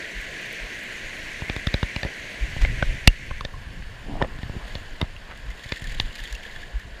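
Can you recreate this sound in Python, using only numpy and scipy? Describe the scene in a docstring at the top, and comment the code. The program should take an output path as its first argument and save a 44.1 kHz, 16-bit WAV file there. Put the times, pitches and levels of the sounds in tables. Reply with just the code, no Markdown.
"""Water pours over a spillway, hissing and bubbling, heard by a small hard-cased camera worn on the chest.
The chest turns away over a pool, and the rush gets duller. Hands and a wooden net handle knock, rub
and jolt the case. The net is lifted out, dripping and flapping with fish. Body movement and air
rumble underneath, and a few flecks of spray tick near the microphone."""
import sys
import numpy as np
from scipy import signal
from scipy.fft import rfft, irfft
from scipy.io import wavfile
from scipy.ndimage import uniform_filter1d

SR = 44100
rng = np.random.default_rng(int(sys.argv[2]) if len(sys.argv) > 2 else 0)


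def store_wav(level_fs):
    """Save 16-bit WAV to argv[1]."""
    pcm = np.round(np.clip(np.atleast_2d(level_fs), -1, 1) * 32767)
    wavfile.write(sys.argv[1], SR, pcm.T.astype(np.int16))


N = 308700  # 7 seconds

# How loud the spillway is over time: start_s, level_db
SPILLWAY_LEVELS = [(0, -35.5), (1, -35), (2, -36.5), (2.9, -36), (3.1, -40), (3.39, -41.5), (3.43, -45),
                   (4.3, -44.5), (4.7, -42.5), (5.1, -46), (6.2, -44), (7, -46)]
# The spillway's balance of low and high sound when facing it: pitch_hz, relative_db
FACING_TONE = [(60, -47), (90, -8.5), (213, -7.5), (653, -9.5), (883, -25.5), (1030, -17), (1220, -22),
               (1610, -3.5), (1960, 1.5), (2710, -6.5), (3600, -14), (4600, -16.5), (4900, -23),
               (6400, -19.5), (8000, -27), (15500, -41.5)]
# The same when turned away: pitch_hz, relative_db
AWAY_TONE = [(120, -6.5), (200, -0.5), (263, -7.5), (564, -5.5), (641, -6.5), (702, -4), (769, -9.5),
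             (1070, -6.5), (1230, -13.5), (1710, -0.5), (2170, -12.5), (2900, -8), (3610, -14.5),
             (4410, -17.5), (15500, -42)]
# Pitches that the microphone opening boosts or weakens: pitch_hz, width_hz, relative_db
MIC_OPENING = [(4540, 110, 14), (5800, 190, -25), (7050, 480, 11.5), (9300, 670, 10), (11900, 220, 20),
               (13500, 1300, 3)]
# Knocks on the case: start_s, shell_db, pitch_hz, snap_db, hollow_db, treble_db, push_db
KNOCK_HITS = [(1.419, -30, 2060, -36, -27, -51, -17), (1.496, -16, 2150, -17.5, -20, -50, -16.5),
              (1.5625, -21, 2070, -22.5, -23, -36.5, -17.5), (1.6688, -14.5, 3700, -14.5, -20.5, -35, -9.5),
              (1.74, -9.5, 3600, -21, -14.5, -38, -8.5), (1.8279, -14, 3330, -24, -17.5, -51, -9),
              (1.9611, -15, 2790, -23, -20, -38.5, -15.5), (2.0298, -18, 1870, -18.5, -20, -43, -21),
              (2.0478, -33, 1930, -30, -26, -43.5, -14.5), (2.5636, -39, 1990, -36.5, -28, -55, -19),
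              (2.6475, -12.5, 2080, -24.5, -21, -54, -24), (2.824, -9, 1560, -20.5, -9.5, -61, -9.5),
              (3.0738, 4.5, 2580, 0, -7, -6, 6.5), (3.3088, -25, 1010, -40, -24.5, -70, -24.5),
              (3.4073, -21.5, 1060, -24.5, -33, -40.5, -27), (3.4488, -24, 1720, -19.5, -25, -67, -21),
              (3.8228, -32.5, 1450, -49, -55, -65, -30), (4.2146, -41, 1070, -48, -13.5, -55, -24),
              (4.2218, -14, 1800, -22, -13, -68, -12), (4.2447, -33, 1830, -48, -20, -65, -25),
              (4.386, -33, 1810, -37.5, -35, -57, -24), (4.4298, -29, 1860, -31, -31, -61, -17.5),
              (4.4945, -41, 1590, -47, -29, -67, -18), (4.563, -42, 1810, -47, -42, -70, -18),
              (4.7518, -29, 1920, -21, -29, -55, -19), (5.013, -16.5, 2180, -14, -18.5, -35, -20),
              (5.0251, -43, 1720, -34.5, -31, -56, -9.5), (5.657, -41, 1860, -45, -34.5, -54, -27),
              (5.7199, -16, 2100, -17.5, -22.5, -57, -18.5), (5.8186, -33, 1570, -36.5, -43, -43, -24),
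              (5.9983, -12.5, 3760, -9, -19.5, -34.5, -18.5)]
# The notes the case rings at when knocked: pitch_hz, relative_db, ring_time_s
CASE_NOTES = [(1050, 3, 0.021), (1540, -3, 0.021), (1800, -1, 0.026), (2095, -10, 0.033),
              (2460, -5, 0.0098), (2630, 7.5, 0.018), (2770, -4, 0.05), (2830, 11.5, 0.024),
              (3597, -1.5, 0.0087), (4300, -12.5, 0.034)]
# How loud the water running off the net is: start_s, level_db
DRIP_LEVELS = [(4.4, -81), (4.7, -47.5), (5, -55), (5.3, -63), (5.7, -41.5), (5.9, -40), (6.1, -44),
               (6.3, -41.5), (6.6, -45), (7, -74)]
# The tone of drops heard through the case: pitch_hz, relative_db
DRIP_TONE = [(250, -40), (500, 2.5), (850, -25), (1220, -17), (1840, 10.5), (2400, 1), (3500, 3),
             (4600, -6), (5850, -11), (7000, -11), (8200, -18.5), (11000, -24), (13500, -27), (15500, -28)]
# Single loud drops and fish flaps: start_s, peak_db, pitch_hz, spray_db
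SPLAT_HITS = [(3.537, -36.5, 1050, -53), (3.5578, -40, 1070, -57), (5.1636, -31, 2770, -54),
              (5.374, -56, 1790, -42), (5.5025, -36, 1930, -40), (5.691, -35, 1760, -41),
              (5.7673, -29.5, 1850, -45), (5.8208, -36, 1990, -42), (5.8408, -31.5, 1800, -35),
              (5.8945, -35, 2070, -40), (5.9453, -32, 3320, -39), (6.0079, -28, 1840, -37),
              (6.154, -40, 1730, -36), (6.19, -29.5, 1730, -38), (6.237, -29.5, 1980, -33),
              (6.255, -30, 3320, -47), (6.325, -34, 1680, -30), (6.35, -31, 2770, -35),
              (6.4483, -31, 1740, -59), (6.476, -33, 1780, -59), (6.4971, -32, 1910, -56),
              (6.5603, -27, 1800, -44), (6.63, -31, 1800, -55), (6.796, -37.5, 1800, -42)]
# Skin and sleeve dragging over the case: start_s, rise_s, fall_s, level_db, pitch_hz, width_hz
RUB_STROKES = [(2.018, 0.036, 0.075, -35, 396, 800), (2.591, 0.028, 0.057, -30, 2390, 5000),
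               (3.66, 0.093, 0.18, -43.5, 130, 250), (4.02, .14, 0.15, -38.5, 730, 452),
               (4.0, 0.094, 0.34, -35, 192, 350), (4.19, 0.032, 0.056, -26.5, 530, 1000),
               (4.27, 0.05, 0.027, -50, 900, 1600), (4.44, .11, 0.072, -40.5, 248, 450),
               (4.5, .12, 0.079, -46, 945, 900), (4.559, 0.044, 0.078, -61, 3450, 6000),
               (5.0, .015, 0.046, -31.5, 690, 2000), (5.22, 0.099, 0.055, -40.5, 1400, 2550)]
# How loud body movement and air on the microphone are: start_s, level_db
RUMBLE_LEVELS = [(0, -49), (0.9, -47.5), (1.17, -40), (1.65, -45), (1.81, -44), (2.34, -42.5),
                 (2.59, -22.5), (2.81, -31), (3.23, -35.5), (3.68, -31), (3.9, -36), (4.8, -35),
                 (5.77, -43), (6.02, -34.5), (6.12, -41), (6.53, -43), (7, -38.5)]
# The tone of that rumble: pitch_hz, relative_db
BODY_TONE = [(8.8, -55), (15, 8.5), (44, 0), (81, -7.5), (135, -10), (169, -21.5), (300, -25), (390, -95),
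             (660, -120)]
# Soft jolts of the chest strap: start_s, peak_db, pitch_hz
STRAP_JOLTS = [(0.15, -27.5, 40.4), (0.606, -29, 37), (2.409, -16.5, 46.7), (2.489, -35, 43.1),
               (2.557, -32, 51.6), (2.616, -9.5, 49.5), (2.697, -18.5, 33), (2.848, -18, 30.8),
               (4.617, -27.5, 40.4), (5.467, -23, 43.8), (5.889, -25.5, 42.3), (6.186, -30, 32.3),
               (6.311, -23.5, 44.5), (6.737, -18.5, 46), (6.919, -31, 43.1)]
# Flecks of spray landing near the microphone: start_s, peak_db
SPRAY_HITS = [(0.2139, -37), (0.415, -41), (0.4589, -38), (0.5282, -29.5), (0.8345, -36), (1.1882, -41)]


def spillway():
    """Falling water hisses and bubbles; it sounds duller once the chest is in the way."""
    frames, hz = N // 128 + 5, np.fft.rfftfreq(512, 1 / SR)
    # Patches of the hiss grow louder and softer at random, and the treble flickers.
    patches = uniform_filter1d(rng.standard_normal((257, frames)), size=8, axis=0)
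    patches = normalise(uniform_filter1d(patches, size=20, axis=1))
    flicker = wander(frames, smooth=4) * np.clip(hz[:, None] / 9000, 0, 1)
    noise = rng.standard_normal(frames * 128)
    bands = signal.stft(noise, nperseg=512, noverlap=384)[2][:, :frames]
    bands = bands * gain_of(1.27 * patches + 0.81 * flicker)
    hiss = signal.istft(bands, nperseg=512, noverlap=384)[1][:N]
    water = normalise(hiss) + 0.24 * bubbles(per_s=900, spread_db=4.5, cycles=4.2)
    turn_s, turn_length_s = 3.39, 0.023
    away_share = np.interp(np.arange(N) / SR, [turn_s, turn_s + turn_length_s], [0.096, 0.83])
    facing = np.sqrt(1 - away_share) * shape_tone(water, FACING_TONE)
    away = np.sqrt(away_share) * shape_tone(water[::-1], AWAY_TONE, opening_share=0.48)
    return gain_curve(SPILLWAY_LEVELS) * (facing + away)


def bubbles(per_s, spread_db, cycles):
    """Bubbles of all sizes ring at random times, each a short note that rises a little."""
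    out, pitches = np.zeros(N), np.geomspace(300, 15000, num=24)
    strength = gain_of(spread_db * np.minimum(rng.exponential(1, N), 4))
    pops = strength * (rng.random(N) < per_s / SR)
    which_pitch = rng.integers(0, len(pitches), N)
    for k, hz in enumerate(pitches):
        age = np.linspace(0, 1, round(cycles * SR / hz) + 2)
        note = np.sin(2 * np.pi * cycles * age * (1 + .06 * age)) * age ** .6 * np.exp(-3.5 * age)
        note *= np.sqrt(hz) / np.linalg.norm(note)  # spreads the power evenly from low to high
        out += signal.oaconvolve(pops * (which_pitch == k), note)[:N]
    return normalise(out)


def case_knocks():
    """Each knock is a tiny rattle that rings the shell, snaps the lid and booms in the hollow inside."""
    out, t = np.zeros(N), np.arange(2000) / SR
    lid_hz, hollow_hz = 3740, 560
    for start_s, shell_db, hz, snap_db, hollow_db, treble_db, push_db in KNOCK_HITS:
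        rattle = rng.standard_normal(len(t)) * np.exp(-((t - .002) / 0.0018) ** 2)
        shell = set_peak(keep_band(rattle, 1540, 3150)) + 2.13 * case_ring(rattle, hz, 0.13)
        snap = set_peak(keep_band(rattle, 2560, 4100)) + 0.8 * case_ring(rattle, lid_hz, 0.19)
        boom = resonate(resonate(rattle, hollow_hz, 890), hollow_hz, 72.5)
        hollow = keep_band(rattle, 230, 1150) + 1.1 * boom
        add(out, start_s, set_peak(keep_band(shell, 700, 3230), shell_db))
        add(out, start_s, set_peak(keep_band(snap, 2050, 6850), snap_db))
        add(out, start_s, set_peak(keep_band(hollow, 190, 3500), hollow_db))
        add(out, start_s, set_peak(keep_band(rattle, 5200, 10400), treble_db))
        add(out, start_s, microphone_push(push_db))
    return out


def case_ring(rattle, hz, reach_octaves):
    """A blow wakes mostly those notes of the case that lie near its own pitch."""
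    note_hz, note_db, _ = np.transpose(CASE_NOTES)
    rings = np.array([set_peak(resonate(rattle, f, 2.33 / ring_s)) for f, _, ring_s in CASE_NOTES])
    nearness = np.exp(-(np.log2(note_hz / hz) / reach_octaves) ** 2)
    return (gain_of(note_db) * nearness) @ rings


def microphone_push(push_db):
    """A knock pushes the microphone's thin membrane, which swings slowly back: a low thump."""
    rise_s, shove_lag_s, shove_above_db = 0.0019, 0.0012, -3
    age = np.maximum(np.arange(4000) / SR - .002, 0) / rise_s
    if push_db > shove_above_db:  # the whole case shifts and stays there
        step = 1 - np.exp(-(3.9 * np.maximum(age - shove_lag_s / rise_s, 0)) ** 2)
        return gain_of(push_db) * cut_lows(step, 33, order=3)
    pulse = -age ** 2 * np.exp(2 - 2 * age)
    return gain_of(push_db) * cut_lows(pulse, 36, order=4)


def dripping_net():
    """Drops fall from the mesh in clumps over a fine sizzle."""
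    clumps = gain_of(4.9 * wander(N, smooth=450))
    patter = np.sqrt(clumps) * bubbles(per_s=4000, spread_db=2.5, cycles=7.1)
    plinks = 0.52 * bubbles(per_s=500, spread_db=7.5, cycles=17)
    sizzle = 1.36 * clumps * rng.standard_normal(N)
    return gain_curve(DRIP_LEVELS) * shape_tone(patter + plinks + sizzle, DRIP_TONE, opening_share=0.52)


def splats():
    """A big drop or a fish flap makes a short, wet ring and a puff of spray."""
    out, t = np.zeros(N), np.arange(1200) / SR
    fade = gain_of(-60 * t / 0.023) * np.minimum(t / 0.00096, 1)
    for start_s, peak_db, hz, spray_db in SPLAT_HITS:
        noise = rng.standard_normal(len(t))
        ring = resonate(resonate(noise * fade, hz, 0.26 * hz), hz, 0.047 * hz)
        wet = shape_tone(noise, DRIP_TONE)
        splat = set_peak(ring) + 0.18 * wet * fade
        spray = normalise(cut_lows(wet, 6000)) * fade
        add(out, start_s, set_peak(splat, peak_db) + gain_of(spray_db) * spray)
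    return out


def case_rubs():
    """Skin and sleeve slip unevenly over the case; each scrape swells and dies away."""
    out, slips_per_s = np.zeros(N), 600
    for start_s, rise_s, fall_s, level_db, hz, width_hz in RUB_STROKES:
        t = np.arange(0, rise_s + fall_s, 1 / SR)
        slips = rng.random(len(t)) < slips_per_s / SR
        scrape = rng.standard_normal(len(t)) * (0.24 + 3 * slips)
        for _ in range(3):  # each pass narrows the sound around its pitch
            scrape = resonate(scrape, hz, width_hz)
        swell_db = np.interp(t, [0, rise_s, rise_s + fall_s], [-24, 0, -24])
        add(out, start_s, gain_of(level_db + swell_db) * normalise(scrape))
    return out


def body_rumble():
    """Body movement and air make a lumpy rumble; each strap jolt swings a few times."""
    lumps = gain_of(4.5 * wander(N, smooth=2500))
    out = gain_curve(RUMBLE_LEVELS) * shape_tone(lumps * rng.standard_normal(N), BODY_TONE)
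    for start_s, peak_db, hz in STRAP_JOLTS:
        cycles = np.arange(0, 3, hz / SR) - 1.2  # zero at the strongest swing
        jolt = -np.cos(2 * np.pi * cycles) * np.exp(-(cycles / 0.88) ** 2)
        add(out, start_s, gain_of(peak_db) * jolt)
    return out


def spray_flecks():
    """Each fleck of spray lands with a tiny, bright tick."""
    out, t = np.zeros(N), np.arange(400) / SR
    for start_s, peak_db in SPRAY_HITS:
        tick = rng.standard_normal(len(t)) * gain_of(-60 * t / 0.015)
        add(out, start_s, set_peak(cut_lows(tick, 6500), peak_db))
    return out


def gain_of(db):
    """Turns decibels into a number to multiply a sound by."""
    return 10 ** (np.asarray(db) / 20)


def gain_curve(levels):
    """Joins (time, level) points into one gain for every sample."""
    return gain_of(np.interp(np.arange(N) / SR, *np.transpose(levels)))


def normalise(x):
    """Scales a signal so its average strength (rms) is 1."""
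    return x / np.sqrt(np.mean(x ** 2) + 1e-20)


def set_peak(x, db=0):
    """Scales a sound so its highest peak is at db."""
    return gain_of(db) * x / abs(x).max()


def wander(length, smooth):
    """A random curve; smoothing over more samples makes it slower."""
    return normalise(uniform_filter1d(rng.standard_normal(length), size=smooth))


def add(mix, start_s, sound):
    """Mixes a sound in at its start time."""
    part = mix[round(start_s * SR):][:len(sound)]
    part += sound[:len(part)]


def keep_band(x, low_hz, high_hz):
    """Keeps the sound between two pitches."""
    return signal.sosfilt(signal.butter(2, [low_hz, high_hz], "band", fs=SR, output="sos"), x)


def cut_lows(x, hz, order=2):
    """Weakens the sound below hz; a higher order cuts more sharply."""
    return signal.sosfilt(signal.butter(order, hz, "high", fs=SR, output="sos"), x)


def shape_tone(x, tone, opening_share=0):
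    """Applies a tone table and a share of the microphone opening's peaks and dips."""
    hz = np.fft.rfftfreq(len(x), 1 / SR)
    point_hz, point_db = np.transpose(tone)
    tone_db = np.interp(np.log(hz + 1), np.log(point_hz + 1), point_db)
    opening_db = sum(db / (1 + (2 * (hz - f) / width) ** 2) for f, width, db in MIC_OPENING)
    return normalise(irfft(rfft(x) * gain_of(tone_db + opening_share * opening_db), len(x)))


def resonate(x, hz, width_hz):
    """Makes a sound ring at hz; a smaller width rings longer."""
    spin = np.exp(2j * np.pi * hz * np.arange(1, len(x) + 1) / SR)
    decay = np.exp(-np.pi * width_hz / SR)
    return 2 * (spin * signal.lfilter([1 - decay], [1, -decay], x / spin)).real


def scene():
    """All the sounds meet at one microphone."""
    mix = spillway() + case_knocks() + dripping_net() + splats()
    return (mix + case_rubs() + body_rumble() + spray_flecks())[None]


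def record(dry):
    """The hardest knock overloads the input, then the very highest treble is cut."""
    clipped, top_hz = np.clip(dry, -.93, .93), 15250
    treble_cut = signal.firwin(255, top_hz, window=("kaiser", 9), fs=SR)
    return signal.oaconvolve(clipped, treble_cut[None], "same")


dry = scene()
out = record(dry)
store_wav(out)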